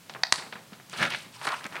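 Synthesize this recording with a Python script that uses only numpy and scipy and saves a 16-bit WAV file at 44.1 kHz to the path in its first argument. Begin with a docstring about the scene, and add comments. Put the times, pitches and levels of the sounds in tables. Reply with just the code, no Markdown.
"""Sheets of paper turn, slide, gather and lift at desks in a quiet meeting room.
Filtered random clicks and rubbing noise make the crinkling and hiss; short bursts make creases pop.
Something small and hard, perhaps a pen or a paper clip, snaps twice close by: a brief crack rings it.
Things knock lightly on the desks: short clatter over a dull thud, both made from noise bursts.
Reflections follow these sounds; behind them are steady ventilation noise and a faint hum, a sine wave."""
import sys
import numpy as np
from scipy import signal
from scipy.fft import rfft, irfft
from scipy.io import wavfile

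SR = 44100
rng = np.random.default_rng(int(sys.argv[2]) if len(sys.argv) > 2 else 0)


def file_out(sig):
    """Save sig as 16-bit WAV at sys.argv[1]."""
    # one column per channel
    cols = np.atleast_2d(sig).T
    # limit, then scale
    lim = np.clip(cols, -1, 1)
    pcm = np.round(lim * 32767).astype(np.int16)
    wavfile.write(sys.argv[1], SR, pcm)


N = 79380  # length in samples
TIME = np.arange(N) / SR  # s
BINS = np.maximum(np.arange(N + 1) * SR / (2 * N), 1)  # frequencies of the filter curves, Hz

# Paper movements, before each movement's gain: t/s, crinkle level/dB, sliding hiss level/dB
TURN = [(0.9, -56, -56), (0.914, -61, -51), (0.932, -53, -44.5), (0.956, -43.5, -52), (0.974, -37.5, -37.5),
        (1.01, -26, -46), (1.03, -24.5, -34), (1.078, -31.5, -73), (1.098, -54, -64)]
SLIDE = [(1.098, -41, -47), (1.106, -32, -35.5), (1.126, -27.5, -68), (1.152, -31, -46),
         (1.172, -44.5, -44), (1.29, -52, -60.5), (1.31, -66, -71)]
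GATHER = [(1.32, -86, -58), (1.362, -49, -48), (1.38, -52.5, -60), (1.456, -31, -36.5), (1.464, -49, -47),
          (1.47, -27.5, -35.5), (1.492, -25.5, -42), (1.498, -28.5, -51), (1.542, -27.5, -48),
          (1.578, -53, -45.5), (1.62, -48, -58)]
LIFT = [(1.62, -48, -58), (1.634, -48, -55), (1.642, -39.5, -52), (1.658, -37.5, -56), (1.666, -34.5, -55),
        (1.678, -56, -70), (1.708, -53, -57), (1.758, -36, -51.5), (1.8, -41, -68)]
# Tone of the crinkling in each movement: f/Hz, level/dB
TURN_COLOUR = [(40, -27), (90, -5.5), (200, -0.5), (450, -9), (750, -5), (1050, -6.5), (1400, 3),
               (2000, -1.5), (3200, -4.5), (4500, -12), (7000, -23.5), (14000, -40.5)]
SLIDE_COLOUR = [(40, -29), (150, -11), (450, -15.5), (750, -12), (1050, -4.5), (1500, -5.5), (2200, -1),
                (3200, -4), (4500, -14), (7000, -27.5), (14000, -48)]
GATHER_COLOUR = [(40, -44), (160, -12), (450, -11), (750, 2.5), (1000, 8), (1600, 6.5), (2400, -2),
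                 (4500, -14.5), (7000, -27), (14000, -36)]
LIFT_COLOUR = [(40, -44), (180, -3), (450, 1), (850, 8.5), (1300, 8), (2000, 7), (3000, -1.5), (4500, -7),
               (7000, -21), (14000, -26)]
# Tone of the sliding hiss: f/Hz, level/dB
HISS_COLOUR = [(500, -11), (3000, 5.5), (4800, 2.5), (6800, -5.5), (9200, -2), (10800, -13), (13000, -18),
               (16000, -33)]
# Sharp creases popping in the sheets: t/s, level/dB, centre f/Hz
CREASES = [(0.138, -44.5, 3630), (0.897, -45, 7100), (1.017, -27, 1880), (1.027, -19.5, 1820),
           (1.031, -25.5, 2270), (1.038, -28, 2360), (1.052, -25, 2400), (1.103, -39, 4870),
           (1.123, -34.5, 2550), (1.137, -35, 2770), (1.147, -28.5, 1920), (1.475, -28.5, 2360),
           (1.489, -35, 4000), (1.520, -36.5, 4050), (1.608, -42, 1680), (1.642, -38.5, 3920),
           (1.654, -36.5, 2060), (1.665, -43.5, 7640), (1.755, -34, 2230), (1.759, -40.5, 1750),
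           (1.766, -36, 2260)]
# Tone shared by all creases: f/Hz, level/dB
CREASE_COLOUR = [(100, 5.5), (600, 9.5), (1700, 9), (4500, -0.5), (9000, -7.5), (16000, -18)]

# The two snaps: t/s, level/dB, level sent to the room relative to the snap/dB
SNAPS = [(0.2342, -16, -12), (0.3235, -12.5, -11)]
# Ringing of the snapping thing: f/Hz, level/dB, time to fade by 60 dB/s
SNAP_MODES = [(790, -10, 0.02), (1090, -5.5, 0.0076), (1760, -3, 0.0065), (1910, 0.5, 0.0088),
              (2530, -0.5, 0.03), (3860, -7.5, .009), (4080, -4, 0.0081), (4540, 3.5, 0.0078),
              (5090, -3.5, 0.0056), (6170, -6, 0.018), (7560, -11, 0.0046), (8200, -13, 0.0066),
              (9200, -20.5, 0.007)]
# Echoes off desk and walls: delay t/s, level relative to the sound sent to the room/dB
SNAP_ECHOES = [(.0052, -9.5), (0.016, -8.5), (.0340, -8.5)]
# Tone of the duller first and the brighter second snap: f/Hz, level/dB
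DULL_SNAP = [(100, -46), (400, -16.5), (700, 3.5), (1250, -3), (1850, 1), (2800, -7), (3700, 0.5),
             (4700, -0.5), (6200, -4.5), (7200, -18), (8200, -15.5), (10000, -38), (16000, -39)]
BRIGHT_SNAP = [(40, -24), (120, -3.5), (300, -3), (550, -3), (1000, 4.5), (1850, 0), (2800, 1), (4000, 2.5),
               (5000, -3), (6200, 3), (7800, -0.5), (9700, -3.5), (11500, -17), (16000, -38)]

# Light knocks: t/s, clatter level/dB, fall time/s, ring f/Hz, treble limit f/Hz,
# thud level relative to the clatter/dB
KNOCKS = [(0.096, -35.5, 0.0066, 750, 6000, -18), (0.149, -37, 0.0048, 1590, 3000, -16),
          (0.157, -36, 0.0067, 1100, 2200, -22), (0.381, -32, 0.022, 1700, 6000, -14),
          (0.422, -37, 0.018, 1920, 2580, -16), (0.463, -42.5, 0.013, 480, 2700, -4),
          (0.525, -32.5, 0.0094, 1620, 4050, -22), (0.554, -37, 0.016, 1800, 2420, -9),
          (0.613, -71, 0.0059, 2400, 4000, -13), (0.720, -47, 0.011, 382, 1530, 5),
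          (0.731, -42.5, .008, 1460, 5350, -38), (0.799, -45.5, .006, 1710, 2430, -14),
          (0.93, -32, 0.02, 1280, 4570, -17), (1.008, -30.5, 0.013, 740, 1700, -4.5),
          (1.261, -52.5, 0.011, 606, 1200, 7), (1.414, -36, 0.0068, 850, 2940, -17),
          (1.452, -31.5, 0.0069, 1210, 2030, -29), (1.470, -30, .006, 990, 2430, -13.5),
          (1.650, -39.5, 0.014, 1150, 2200, -0.5), (1.723, -41.5, 0.0087, 1380, 3800, -11)]
# Tone shared by the clatter of all knocks: f/Hz, level/dB
KNOCK_COLOUR = [(100, -29), (350, -3), (650, -1), (1100, 0), (1600, -0.5), (2600, -2), (4000, -3.5),
                (8000, -10.5), (16000, -16)]

# How long the room rings: f/Hz, time to fade by 60 dB/s
ROOM_T60 = [(100, 1), (500, 0.5), (2000, 0.23), (5000, 0.49), (9000, 0.49), (16000, 0.23)]
# Tone of the room: f/Hz, level/dB
ROOM_COLOUR = [(100, -3.5), (500, 5), (1400, 3.5), (3000, 1), (4500, 1.5), (6500, -2), (9000, 5),
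               (16000, 6.5)]
# Tone of the ventilation: f/Hz, level/dB
VENT = [(25, 1), (50, -10), (80, -13), (120, 4.5), (180, 3), (300, -8.5), (600, -9.5), (1200, -10.5),
        (3000, -12.5), (6000, -16), (10000, -19), (16000, -23.5)]

TURN_DB, SLIDE_DB, GATHER_DB, LIFT_DB, HISS_DB = -2, -3.5, -4, -1.5, -1  # gains
BUCKLES_PER_S = 900  # average number of clicks in each half octave
BUCKLE_SPREAD_DB = 3  # average boost of a click above the smallest, before the cap
RUB_SHARE = 0.8  # strength of the rubbing relative to the clicks
FLUTTER_PER_S, FLUTTER_DB = 170, 5.775  # random level points; largest swing up or down
CREASE_FALL_S, CREASE_Q = 0.0021, 2.2  # Q: a higher value gives a narrower, clearer pitch
SNAP_CRACK_DB, CRACK_HOLD_S, CRACK_FALL_S = -10, 0.0021, 0.0011
KNOCK_RING, KNOCK_Q = 1.48, 4.6  # gain of the ring relative to the plain clatter; its sharpness
THUD_HZ, THUD_WIDTH_HZ, THUD_FALL_S = 201.4, 126, 0.0065  # width of one resonance; the thud uses two
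ROOM_BUILD_S, PAPER_ROOM_DB, KNOCK_ROOM_DB = 0.004, -10.5, -4.5
VENT_DB, HUM_HZ, HUM_DB = -53, 122.6, -71.5
MIC_LOW_HZ, TOP_HZ = 71, 16000


def papers():
    """Moving sheets crinkle as they buckle and hiss as they slide; now and then a crease pops."""
    out, grain, hiss_gain = 0, crinkle(), 0
    for move, tone, gain_db in [(TURN, TURN_COLOUR, TURN_DB), (SLIDE, SLIDE_COLOUR, SLIDE_DB),
                                (GATHER, GATHER_COLOUR, GATHER_DB), (LIFT, LIFT_COLOUR, LIFT_DB)]:
        t, crinkle_db, hiss_db = np.array(move).T
        moving = (TIME >= t[0]) & (TIME < t[-1])
        crinkle_gain = moving * amp(np.interp(TIME, t, crinkle_db) + gain_db)
        out = out + colour(grain * crinkle_gain, tone)
        hiss_gain = hiss_gain + moving * amp(np.interp(TIME, t, hiss_db) + HISS_DB)
    out = out + colour(crinkle() * hiss_gain, HISS_COLOUR)
    out = out + creases()
    return out + amp(PAPER_ROOM_DB) * room(out)


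def crinkle():
    """Patches of paper buckle in flurries of clicks, each patch at its own pitch, over smooth rubbing."""
    spectrum = 0
    for hz in 62.5 * 2 ** np.arange(0, 8.5, .5):
        boost_db = BUCKLE_SPREAD_DB * np.minimum(rng.exponential(size=N), 4)
        happens = rng.random(N) < BUCKLES_PER_S / SR
        clicks = happens * amp(boost_db) * np.sign(rng.standard_normal(N))
        flutter = np.interp(TIME * FLUTTER_PER_S, np.arange(N), rng.uniform(-1, 1, N))
        rubbing = RUB_SHARE * rng.standard_normal(N)
        patch = (unit(clicks) + rubbing) * amp(FLUTTER_DB * flutter)
        # Neighbouring bands cross over smoothly, half an octave apart.
        nearness = np.maximum(1 - 2 * abs(np.log2(BINS / hz)), 0)
        spectrum = spectrum + rfft(patch, 2 * N) * np.sin(np.pi / 2 * nearness)
    return unit(irfft(spectrum)[:N])


def creases():
    """A sharp crease pops: a tiny burst is shaped by one broad resonance."""
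    out = 0
    for t, db, hz in CREASES:
        tone = amp(along(CREASE_COLOUR, BINS)) * resonance(hz, hz / CREASE_Q)
        pop = shape(burst(CREASE_FALL_S), tone)
        out = out + late(blow(pop, db), t)
    return out


def snaps():
    """Two close snaps: a brief crack rings a small hard thing, then come echoes and the room."""
    power = amp(SNAP_CRACK_DB) ** 2  # the part of the crack that does not ring
    for hz, db, t60 in SNAP_MODES:
        width_hz = np.log(1000) / (np.pi * t60)  # a longer ring has a narrower peak
        power = power + (amp(db) * resonance(hz, width_hz)) ** 2
    body = np.sqrt(power)
    direct, send = 0, 0
    for (t, db, room_db), tone in zip(SNAPS, (DULL_SNAP, BRIGHT_SNAP)):
        ringing = shape(burst(CRACK_FALL_S, CRACK_HOLD_S), body)
        snap = late(blow(colour(ringing, tone), db), t)
        direct = direct + snap
        send = send + amp(room_db) * snap
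    echoes = sum(amp(db) * late(send, delay) for delay, db in SNAP_ECHOES)
    return direct + echoes + room(send)


def knocks():
    """Light knocks: a short, faintly ringing clatter over the dull thud of the desk top."""
    out = 0
    desk = resonance(THUD_HZ, THUD_WIDTH_HZ) ** 2
    for t, db, fall_s, ring_hz, high_hz, thud_db in KNOCKS:
        ring = np.hypot(1, KNOCK_RING * resonance(ring_hz, ring_hz / KNOCK_Q))
        tone = amp(along(KNOCK_COLOUR, BINS)) * ring * below(high_hz, order=4)
        clatter = blow(shape(burst(fall_s), tone), db)
        thud = blow(shape(burst(THUD_FALL_S), desk), db + thud_db)
        out = out + late(clatter + thud, t)
    return out + amp(KNOCK_ROOM_DB) * room(out)


def room(x):
    """Many blurred reflections build up and fade, at a different speed in each octave."""
    noise, tail = rfft(rng.standard_normal(N), 2 * N), 0
    for hz in 62.5 * 2 ** np.arange(9):
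        band = irfft(noise * np.maximum(1 - abs(np.log2(BINS / hz)), 0))[:N]
        tail = tail + band * np.exp(-np.log(1000) * TIME / along(ROOM_T60, hz))
    build = 1 - np.exp(-TIME / ROOM_BUILD_S)
    tail = colour(tail * build, ROOM_COLOUR)
    return signal.fftconvolve(x, unit(tail) / np.sqrt(N))[:N]


def ventilation():
    """Steady air noise is filtered random noise."""
    return amp(VENT_DB) * unit(colour(rng.standard_normal(N), VENT))


def hum():
    """A faint steady hum is a single sine wave."""
    return amp(HUM_DB) * unit(np.sin(2 * np.pi * HUM_HZ * TIME))


def burst(fall_s, hold_s=0):
    """A dense run of tiny contacts, even in spectrum, that holds and dies away."""
    fade = np.exp(-np.maximum(TIME - hold_s, 0) / fall_s)
    contacts = rfft(rng.standard_normal(N) * fade)
    even = irfft(contacts / abs(contacts), N)
    return even * np.minimum(4 * fade, 1)  # evening out smears the burst, so trim its end


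def resonance(hz, width_hz):
    """Gain curve of one resonance: strongest at its own pitch, weaker on either side."""
    return 1 / np.sqrt(1 + ((BINS ** 2 - hz ** 2) / (BINS * width_hz)) ** 2)


def amp(db):
    """Turn decibels into a gain."""
    return 10 ** (np.asarray(db) / 20)


def unit(x):
    """Scale to an rms (average strength) of 1."""
    return x / np.sqrt(np.mean(x ** 2))


def blow(x, db):
    """Scale a short sound to a level, as if all its energy lay within 5 ms."""
    return x * amp(db) / np.sqrt(np.sum(x ** 2) / (.005 * SR))


def along(points, hz):
    """Read between table points, with frequency on a log scale."""
    f, v = np.array(points, float).T
    return np.interp(np.log(hz), np.log(f), v)


def shape(x, gain):
    """Filter with the given gain at each frequency, with no sound ahead of its cause."""
    cepstrum = irfft(np.log(gain + 1e-6))
    cepstrum[1:N] *= 2  # fold it onto positive times: minimum phase
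    cepstrum[N + 1:] = 0
    return irfft(rfft(x, 2 * N) * np.exp(rfft(cepstrum)))[:N]


def colour(x, points):
    """Filter by f/Hz, level/dB points, keeping the power of white noise."""
    return shape(x, unit(amp(along(points, BINS))))


def below(hz, order=2):
    """Gain curve that lets the lower frequencies through."""
    return 1 / np.sqrt(1 + (BINS / hz) ** (2 * order))


def above(hz, order=2):
    """Gain curve that lets the higher frequencies through."""
    return 1 / np.sqrt(1 + (hz / BINS) ** (2 * order))


def late(x, s):
    """Delay by s seconds."""
    return np.concatenate([np.zeros(max(int(s * SR), 0)), x])[:N]


def scene():
    """All the sounds add up at one microphone."""
    return (papers() + snaps() + knocks() + ventilation() + hum())[None]


def record(dry):
    """The microphone thins the deep bass and clips at full scale; the recorder cuts the top."""
    heard = np.clip(shape(dry[0], above(MIC_LOW_HZ)), -1, 1)[None]
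    return signal.sosfilt(signal.ellip(10, .2, 70, TOP_HZ, fs=SR, output="sos"), heard)


dry = scene()
out = record(dry)
file_out(out)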